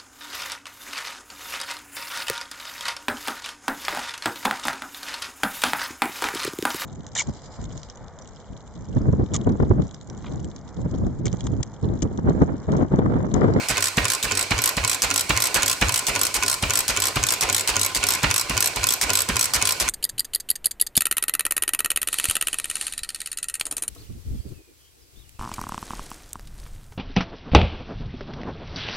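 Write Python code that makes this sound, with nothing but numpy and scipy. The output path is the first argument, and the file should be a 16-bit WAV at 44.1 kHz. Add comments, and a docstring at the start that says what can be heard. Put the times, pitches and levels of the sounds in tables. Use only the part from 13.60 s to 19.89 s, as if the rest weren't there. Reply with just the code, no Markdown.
"""Gears churn close by: an old single-cylinder stationary engine idles in a garage at 3.8 cycles a second.
In each cycle the rocker rattles the exhaust valve open, and the pressure released makes the pipe bark
(or only gulp, when the engine coasts). The valve claps shut and five or six ratchet-like steel clicks
follow. Impacts are bursts of noise and freely decaying modes of the metal. A moving, hand-held
microphone hears them with the reverberation of the room."""
import sys
import numpy as np
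from scipy import signal
from scipy.fft import rfft, irfft, next_fast_len
from scipy.io import wavfile
from scipy.ndimage import uniform_filter1d, map_coordinates

SR = 44100
rng = np.random.default_rng(int(sys.argv[2]) if len(sys.argv) > 2 else 0)


def transcribe(u):
    """Save the signal u as a 16-bit wav file named by the first command-line argument.

    u: samples, shape (n,) or (channels, n), limited to [-1, 1]; the rate is SR.
    q: integer samples, one column per channel.
    """
    v = np.clip(np.atleast_2d(u).T, -1, 1)
    q = np.round(v * 32767).astype(np.int16)
    wavfile.write(sys.argv[1], SR, q)


N = 277389
TIME = np.arange(N) / SR
AGE = np.arange(SR // 2) / SR  # time since an event, t/s

# Levels in the tables are relative: each source adds its own offset.
# coasting cycles: (push rod strikes rocker t/s, rocker level/dB, puff level/dB, rasp level/dB)
COASTING_CYCLES = [(0.0854, -18, -27.5, -19.5), (0.627, -19, -26.5, -22), (1.4198, -15.5, -30, -16),
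                   (1.943, -16, -44, -12), (2.467, -18.5, -35.5, -20), (2.7414, -17.5, -42, -22),
                   (3.28, -18, -34, -17.5), (3.8087, -16, -37, -16.5), (4.0749, -16, -39, -20),
                   (4.3477, -17, -49, -34), (5.4125, -16.5, -49, -22), (5.9359, -14.5, -37, -16.5),
                   (6.1993, -17, -35, -23)]
# firing cycles: (pressure front leaves pipe t/s, boom level/dB, puff level/dB, bark level/dB)
FIRING_CYCLES = [(0.3796, -33, -16.5, -17.5), (0.9165, -33, -19, -17.5), (1.1773, -33.5, -21.5, -23.5),
                 (1.7029, -33, -21.5, -17), (2.2212, -30.5, -23, -15.5), (3.0343, -35.5, -21, -21),
                 (3.567, -36, -23, -20.5), (4.6405, -33, -19.5, -16.5), (4.9049, -35, -25, -27.5),
                 (5.169, -37, -32, -30), (5.6975, -35, -22.5, -24.5)]
# valve closings: (t/s, clap level/dB, lead-in knock level/dB, ping level/dB, train stretch, clicks)
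VALVE_CLOSINGS = [(0.1785, -20, -26, -34, 0.93, 6), (0.4527, -17, -37, -29, 0.98, 5),
                  (0.7195, -19.5, -25, -30, 1.09, 5), (0.9877, -18.5, -33, -19, 1.05, 5),
                  (1.247, -14, -27, -28, 1, 5), (1.5106, -17.5, -30, -23.5, 1, 5),
                  (1.7733, -16.5, -31, -27, .981, 5), (2.0303, -15, -26, -39, .997, 5),
                  (2.2924, -19.5, -38, -35, 1, 5), (2.56, -21.5, -31, -25.5, 1.09, 5),
                  (2.8336, -19, -22.5, -28, 0.96, 6), (3.1055, -16.5, -31, -23.5, 1.01, 5),
                  (3.372, -18.5, -28, -25, 0.99, 6), (3.6371, -15.5, -32, -21.5, 1.02, 5),
                  (3.8977, -16, -26, -24.5, 0.99, 6), (4.165, -15.5, -30, -26, 0.99, 5),
                  (4.438, -16, -24, -20.5, 1.001, 6), (4.7109, -14.5, -26, -24, 1.024, 5),
                  (4.976, -14.5, -26.5, -20.5, 0.99, 5), (5.2396, -14, -28, -20, 0.99, 5),
                  (5.5024, -15.5, -25.5, -18.5, 1.04, 6), (5.766, -14, -33, -21, 0.91, 5),
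                  (6.0234, -13, -26, -25, 1.002, 5), (6.287, -15, -28, -23, 1.002, 5)]
# modes of the steel parts, and their highest pings: (f/Hz, level/dB, decay t60/s)
STEEL_MODES = [(3985, -21.5, 0.12), (4270, -30, 0.18), (5420, -14.5, 0.049), (7895, -1.5, 0.023),
               (7960, -9.5, 0.023), (8470, -12, 0.021)]
PING_MODES = [(12200, -11, 0.024), (13260, -3, 0.019), (13240, -1, 0.019)]
# noise of steel striking steel: (f/Hz, level/dB)
CLICK_SPECTRUM = [(200, -35), (900, -9), (2000, -5.5), (3400, -3.5), (5200, 0), (7500, 0), (9400, -0.5),
                  (10600, -6.5), (13500, -8.5), (15500, -17), (16500, -28)]


def amp(db):
    """Amplitude ratio of a level in decibels."""
    return 10 ** (np.asarray(db) / 20)


def unit(x):
    """Normalisation to rms 1."""
    return x / np.sqrt(np.mean(x ** 2) + 1e-20)


def along(points, hz):
    """Interpolation of (f/Hz, value) points on a logarithmic frequency axis."""
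    f, v = np.transpose(points)
    return np.interp(np.log(hz + 1), np.log(f + 1), v)


def filtered(x, response):
    """Linear filtering: the spectrum is multiplied by a complex frequency response."""
    m = next_fast_len(N + SR // 2)
    return irfft(rfft(x, m) * response(np.fft.rfftfreq(m, 1 / SR)), m)[..., :N]


def wobble(rate):
    """Smooth random modulation, with rate knots a second."""
    return map_coordinates(rng.standard_normal(int(N * rate / SR) + 4), [TIME * rate])


def noise(spectrum):
    """Partially coherent stereo noise of rms 1: long waves reach both sides nearly alike."""
    # likeness of left and right: (f/Hz, correlation)
    coherence = [(60, 0.92), (150, 0.93), (300, 0.8), (1000, 0.71), (2500, 0.5), (6500, 0.51), (9500, 0.11),
                 (13000, 0.3)]

    def mid_and_side(hz):
        angle = np.arccos(np.clip(along(coherence, hz), -1, 1)) / 2
        return amp(along(spectrum, hz)) * [np.cos(angle), np.sin(angle)]

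    mid, side = filtered(rng.standard_normal((2, N)), mid_and_side)
    return unit(np.array([mid + side, mid - side]))


def patches(x, depth_db):
    """Spectral fluctuation: resonances a few hundred hertz wide come and go at even total power."""
    spectra = signal.stft(x, nperseg=256)[2]
    field = uniform_filter1d(rng.standard_normal(spectra.shape[1:]), size=2, axis=0)
    field = uniform_filter1d(field, size=10, axis=1)
    gain = amp(depth_db * unit(field))
    gain /= np.sqrt(np.mean(abs(spectra) ** 2, axis=(0, 2)) @ gain ** 2)
    return unit(signal.istft(spectra * gain, nperseg=256)[1][:, :N])


def add(track, s, sound):
    """Superposition of a sound on a track, starting at s seconds."""
    start = max(round(s * SR), 0)
    part = track[..., start:start + sound.shape[-1]]
    part += sound[..., :part.shape[-1]]


def bursts(times, levels_db, spectrum, attack, t60, patchy_db, contact=0):
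    """Modal overlap: dense resonances merge into noise, which decays after contact seconds of drive."""
    power = np.zeros(N)
    shape = (1 - np.exp(-(AGE / attack) ** 2)) * amp(-60 * np.maximum(AGE - contact, 0) / t60)
    for s, db in zip(times, levels_db):
        add(power, s, (amp(db) * shape / shape.max()) ** 2)
    return np.sqrt(power) * patches(noise(spectrum), patchy_db)


def rings(times, levels_db, modes, attack, spread, detune):
    """Free vibration: each blow excites damped modes at new strengths; spread/rad parts the two ears."""
    track = np.zeros((2, N))
    hz, db, t60 = np.transpose(modes)[:, :, None]
    t = AGE[AGE < t60.max()]
    for s, level in zip(times, levels_db):
        size, pitch, phase, ear = rng.standard_normal((4, len(modes), 1))
        angle = 2 * np.pi * (hz * (1 + detune * pitch) * t + phase)
        decay = amp(level + db + 2 * (size - size.mean()) - 60 * t / t60) * (1 - np.exp(-t / attack))
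        ears = [(decay * np.sin(angle + side * spread * ear)).sum(0) for side in (-1, 1)]
        add(track, s, np.array(ears))
    return track


def gears():
    """Friction noise: gears and bearings churn with the load and drive resonances of the casting."""
    # load on the gears: (fraction of the cycle after the valve closes, level/dB)
    load = [(0, 5.5), (.1, 0), (.3, 1.5), (.45, 1.5), (.58, -1), (.66, -4), (.73, 8.5), (.8, 4), (.88, 3)]
    # noise of rubbing teeth and of oiled surfaces: (f/Hz, level/dB)
    rub_spectrum = [(30, -6), (60, -3.5), (110, -3.5), (220, -6.5), (320, -1.5), (450, 0), (850, -2),
                    (1800, -5.5), (2450, 2), (3400, -6.5), (5000, -7), (9000, -17), (16000, -39)]
    oil_spectrum = [(2500, -40), (4200, 2), (5500, -1), (8500, 1), (10800, -9), (14000, -10), (16000, -19)]
    # resonances of the casting: (f/Hz, bandwidth/Hz, level/dB)
    casting_modes = [(1029, 34, 6), (1485, 58, 4), (2276, 67, -4.5), (4270, 92, 1)]

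    def casting(f):
        return 1 + sum(amp(db) * 1j * f * width / (f0 * f0 - f * f + 1j * f * width)
                       for f0, width, db in casting_modes)

    closings = np.transpose(VALVE_CLOSINGS)[0]
    period = np.mean(np.diff(closings))
    cycle_starts = np.r_[closings[0] - period, closings, closings[-1] + period]
    cycle = np.interp(TIME, cycle_starts, np.arange(len(cycle_starts)))
    load_db = np.interp(cycle, *np.transpose(load), period=1)
    grit_db = wobble(300) * np.clip(1.2 + 0.092 * load_db, 0, 2)  # rougher under load
    rub = patches(noise(rub_spectrum), depth_db=2.5) * amp(load_db + grit_db + 1.45 * wobble(10))
    hiss = amp(-39 + 0.39 * load_db) * noise(oil_spectrum)
    return amp(-35) * filtered(rub, casting) + hiss


def rocker_blows(count):
    """Inelastic rebound: the rocker bounces when coasting; firing pressure holds it to one tick."""
    gap_s, jitter_s, tick_lead_s = .008, .0006, .0095
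    loss_db, fade_db, scatter_db, tick_db = 2.5, 0.66, 0.8, -21.5
    start, strike_db = np.transpose(COASTING_CYCLES)[:2, :, None]
    bounce = np.arange(count)
    late, size = np.moveaxis(rng.standard_normal((len(start), 2, count)), 1, 0) * (bounce > 0)
    times = start + gap_s * bounce + jitter_s * late
    db = strike_db - loss_db * (bounce > 0) - fade_db * bounce + scatter_db * size
    ticks = np.transpose(FIRING_CYCLES)[0] - tick_lead_s
    return np.r_[times.ravel(), ticks], np.r_[db.ravel(), np.full(len(ticks), tick_db)]


def rocker():
    """Backlash: loose rod joints collide and ring as they take the load of the valve spring."""
    times, db = rocker_blows(count=4)
    chatter = bursts(times, db + 2, CLICK_SPECTRUM,
                     attack=0.00046, t60=0.036, patchy_db=2.5, contact=0.00082)
    steel = rings(times, db - 4, STEEL_MODES, attack=.0003, spread=0.4, detune=0.0051)
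    pings = rings(times, db - 8, PING_MODES, attack=.0003, spread=0.33, detune=.002)
    return chatter + steel + pings


def gas_column(times, boom_db, puff_db, fired):
    """Cavity resonance: a pressure pulse, then a boom that rises as the piston shrinks the cylinder."""
    # oscillation of the gas: (t/s after opening, f/Hz, level/dB)
    glide = [(0, 48.6, -8), (0.031, 47.5, 6.5), (.047, 71.6, 1), (0.061, 95.6, 4.5), (.074, 115, 2),
             (.09, 122.5, -12), (.12, 108, -8), (.15, 105, -30)]
    gulp_peak_s, gulp_fade_db_per_s = 0.023, 360  # a gulp dies before its pitch can rise
    age, hz, db = np.transpose(glide)
    swing = np.cos(2 * np.pi * np.cumsum(np.interp(AGE, age, hz)) / SR) * (1 - np.exp(-AGE / 0.006))
    swing_db = 3.5 + np.interp(AGE, age, db, right=-120)
    lobe = lambda centre, width: np.exp(-((AGE - centre) / width) ** 2)
    pulse = lobe(0.00652, 0.001) - .5 * lobe(0.0039, 0.0012)  # a short dip, then the pressure front
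    gas = np.zeros(N)
    for s, boom, puff, fires in zip(times, boom_db, puff_db, fired):
        choke_db = 0 if fires else gulp_fade_db_per_s * np.maximum(AGE - gulp_peak_s, 0)
        add(gas, s, amp(boom + swing_db - choke_db) * swing)
        add(gas, s - .007, amp(puff - 0.3 + 6.3 * fires) * pulse)
    return gas


def exhaust():
    """Turbulent outflow: gas hisses past the valve, bursts from the ringing stack and drains away."""
    # flow noise, low and high: (f/Hz, level/dB)
    puff_spectrum = [(40, -20), (110, 6), (320, -8), (600, -2.5), (1200, -52), (4000, -29)]
    bark_spectrum = [(100, 2.5), (300, -11), (700, 0), (1300, 2), (2400, 1.5), (3200, -2.5), (4500, -7.5),
                     (7000, -13), (14000, -44)]
    # hollow ring of the stack: (f/Hz, level/dB, decay t60/s)
    stack_modes = [(157, -4, 0.046), (293, -10.5, 0.075), (1320, -37, 0.014), (1854, -11, 0.042),
                   (2370, -14, 0.028), (2480, -0.5, 0.036), (2855, 1.5, 0.025), (4000, -3, 0.019)]
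    gulp_delay_s, gulp_db = .0165, -37  # a coasting cylinder gulps after the rocker's strike
    gulps = [(s + gulp_delay_s, gulp_db, puff, rasp) for s, _, puff, rasp in COASTING_CYCLES]
    times, boom_db, puff_db, bark_db = np.transpose(list(FIRING_CYCLES) + gulps)
    fired = np.arange(len(times)) < len(FIRING_CYCLES)
    puffs = bursts(times - .001, puff_db - 4.5 - 4 * fired, puff_spectrum,
                   attack=0.0024, t60=0.18, patchy_db=3.5)
    hiss = bursts(times - .009, bark_db - 16.5 + 11 * fired, bark_spectrum,
                  attack=0.0049, t60=0.045, patchy_db=4.5)
    barks = bursts(times, bark_db - 9.5 + 11 * fired, bark_spectrum,
                   attack=0.0021, t60=0.028, patchy_db=1, contact=0.0059)
    drain = bursts(times + 0.0053, bark_db - 9, bark_spectrum, attack=0.0051, t60=0.14, patchy_db=3.5)
    stack = rings(times + 0.000984, bark_db - 9.5 + 12 * fired, stack_modes,
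                  attack=0.001, spread=0.23, detune=0.021)
    return gas_column(times, boom_db, puff_db, fired), puffs + hiss + barks + drain + stack


def valve():
    """Impact excitation: the rocker ticks free, the valve claps shut, and head and pipe ring on."""
    # noise of the valve seat and of the cylinder head: (f/Hz, level/dB)
    clap_spectrum = [(300, -30), (2500, -16.5), (4200, -8), (5500, -5.5), (6900, 1.5), (8000, -4),
                     (9500, -7.5), (12500, -15), (15500, -21), (16500, -30)]
    knock_spectrum = [(100, -5), (400, -15), (800, -10), (1050, -21.5), (1800, 1), (2450, -3), (3400, -3.5),
                      (6000, -4.5), (12000, -37)]
    # modes of the iron head and of the closed pipe: (f/Hz, level/dB, decay t60/s)
    head_modes = [(1015, -2, 0.063), (1170, -2, 0.025), (1451, -4.5, 0.079), (2240, -2, 0.051),
                  (2480, -7.5, 0.089), (2596, 3, 0.031), (3010, -1.5, .03)]
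    pipe_modes = [(97.3, 10.2, 0.52), (220, 0.88, 0.3), (280, 5.3, 0.36), (404, 8.8, 0.19),
                  (571, 4.4, 0.21), (712, 1.6, 0.34)]
    times, clap_db, lead_db = np.transpose(VALVE_CLOSINGS)[:3]
    openings = [row[0] for row in [*FIRING_CYCLES, *COASTING_CYCLES]]
    fired = np.argsort(openings) < len(FIRING_CYCLES)  # for each cycle in turn
    tick_db, knock_db = np.full(len(times), -18.5), np.full(len(times), -25.5)
    ticks = bursts(times - .008, tick_db, clap_spectrum, attack=0.001, t60=0.006, patchy_db=-2)
    claps = bursts(times + 0.00049, clap_db + 5, clap_spectrum, attack=0.00039, t60=0.014, patchy_db=-2)
    blows, blow_db = np.r_[times - .0095, times + .0005], np.r_[lead_db, knock_db]
    knocks = bursts(blows, blow_db - 2, knock_spectrum, attack=0.0027, t60=0.064, patchy_db=2.5)
    head = rings(blows, blow_db + 4.5, head_modes, attack=0.0017, spread=0.39, detune=0.016)
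    pipe = rings(times, -42.5 - 7 * fired, pipe_modes, attack=0.0026, spread=0.14, detune=0.007)
    return pipe, ticks + claps + knocks + head


def click_trains():
    """Repeated impact: after each closing a click follows the clap's force; the rest quicken and fade."""
    wait_s, first_gap_s, gap_ratio = .0293, .0196, .913  # before each train's stretch
    second_click_db, fade_db, ping_db_per_db = -15, 1.28, .65
    clicks = [(s, clap, ping, stretch, k)
              for s, clap, _, ping, stretch, count in VALVE_CLOSINGS for k in range(round(count))]
    start, clap_db, ping_db, stretch, k = np.transpose(clicks)
    gaps = first_gap_s * gap_ratio ** np.arange(k.max())
    times = start + stretch * (wait_s + np.r_[0, np.cumsum(gaps)][k.astype(int)])
    force_scatter, ping_scatter, bracket_scatter = rng.standard_normal((len(k), 3)).T
    db = np.where(k == 0, clap_db - 2.5, second_click_db - fade_db * (k - 1)) + 0.14 * force_scatter
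    ping_db = ping_db + ping_db_per_db * (db - second_click_db) + 3.5 * ping_scatter
    bracket_db = db - 16 + 3 * bracket_scatter
    return times, db, ping_db, bracket_db


def ratchet():
    """Hard contact excites high modes: steel snaps on steel, pings and sets a bracket ringing."""
    # treble noise of a hard contact: (f/Hz, level/dB)
    sparkle_spectrum = [(6000, -43), (8500, -6), (9500, 9), (10800, -6), (12200, 6), (13500, 5),
                        (14200, -12), (15600, -16), (16500, -24)]
    # modes of the bracket: (f/Hz, level/dB, decay t60/s)
    bracket_modes = [(1047, 0.5, 0.078), (1150, -2.5, 0.044), (1396, -3.5, 0.1), (1490, -26, 0.023)]
    times, db, ping_db, bracket_db = click_trains()
    snaps = bursts(times, db - .7, CLICK_SPECTRUM, attack=0.0003, t60=0.038, patchy_db=3, contact=.0018)
    sparkle = bursts(times, ping_db - .3, sparkle_spectrum, attack=0.00046, t60=0.022, patchy_db=5.5)
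    bright_db = 0.27 * (ping_db - ping_db.mean())  # a bright click also rings the steel harder
    steel = rings(times, db + 2.5 + bright_db, STEEL_MODES, attack=0.00057, spread=0.7, detune=0.005)
    pings = rings(times, ping_db + 4.5, PING_MODES, attack=0.00049, spread=0.2, detune=.002)
    bracket = rings(times, bracket_db, bracket_modes, attack=0.002, spread=0.23, detune=0.0087)
    return snaps + sparkle + steel + pings + bracket


def aim(x):
    """Directivity: as the microphone moves, the engine shifts sideways and its top treble varies."""
    # path from above the head to the valve gear: (t/s, left minus right level/dB, treble level/dB)
    path = [(0, 0, 2), (1, 0.5, -2), (2, 1, 3.5), (3, 2.3, 2), (4, 1.7, -0.5), (5, 1, 0.5), (6.2, 1.5, 1)]
    s, lean_db, treble_db = np.transpose(path)
    treble = filtered(x, lambda hz: 1 / (1 + (8000 / (hz + 1)) ** 4))
    x = x + (amp(np.interp(TIME, s, treble_db)) - 1) * treble
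    return x * amp(np.interp(TIME, s, lean_db) * np.array([[.5], [-.5]]))


def garage(x):
    """Diffuse reverberation: a decaying noise tail, new each quarter second as the microphone drifts."""
    # reverberation time of the room: (f/Hz, t60/s)
    reverb_times = [(100, 0.41), (1000, 0.44), (5000, 0.44), (9000, 0.22), (15000, 0.21)]
    wet, block = np.zeros((2, N)), SR // 4
    for start in range(0, N, block):
        hz, t, spectra = signal.stft(rng.standard_normal((2, SR // 2)), SR, nperseg=256)
        decay = amp(-60 * t / along(reverb_times, hz)[:, None]) * (1 - np.exp(-t / 0.0051))
        tail = signal.istft(spectra * decay, SR, nperseg=256)[1]
        tail /= np.linalg.norm(tail[0])
        add(wet, start / SR, signal.fftconvolve(x[:, start:start + block], tail, axes=1))
    return wet


def scene():
    """Superposition of the engine's direct sound and the garage's reverberant field."""
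    gas, rasp = exhaust()
    pipe, claps = valve()
    metal = rocker() + claps + ratchet()
    direct = gas + pipe + aim(rasp + metal + gears())
    return direct + garage(amp(-15) * metal + amp(-9) * rasp + amp(-32) * gas)


def record(dry):
    """Transduction: two microphone ports, unequal in level and phase, limit the band and round peaks."""
    # left port relative to right: (f/Hz, level/dB) and (f/Hz, phase lead/rad)
    imbalance = [(60, 1), (200, -0.5), (380, -4), (700, -4.5), (1300, -5.5), (2300, -7), (3300, 2),
                 (4200, -5.5), (5700, 0), (7200, -3.5), (9400, 0), (15000, -1.5)]
    phase_lead = [(900, 0), (1460, -.3), (2580, .3), (3450, -.3), (6500, -.3), (8000, .1), (10000, .2),
                  (11300, 2.1), (12200, 1.6), (13200, 1.9), (15000, 3)]
    low_hz, top_hz, ceiling = 32, 15900, .85

    def ports(hz):
        return np.array([amp(side * along(imbalance, hz)) * np.exp(1j * side * along(phase_lead, hz))
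                         for side in (.5, -.5)])

    heard = filtered(dry, lambda hz: ports(hz) / np.sqrt(1 + (low_hz / (hz + 1)) ** 6))
    saturated = heard / (1 + abs(heard / ceiling) ** 4) ** (1 / 4)
    return filtered(saturated, lambda hz: hz < top_hz)


dry = scene()
out = record(dry)
transcribe(out)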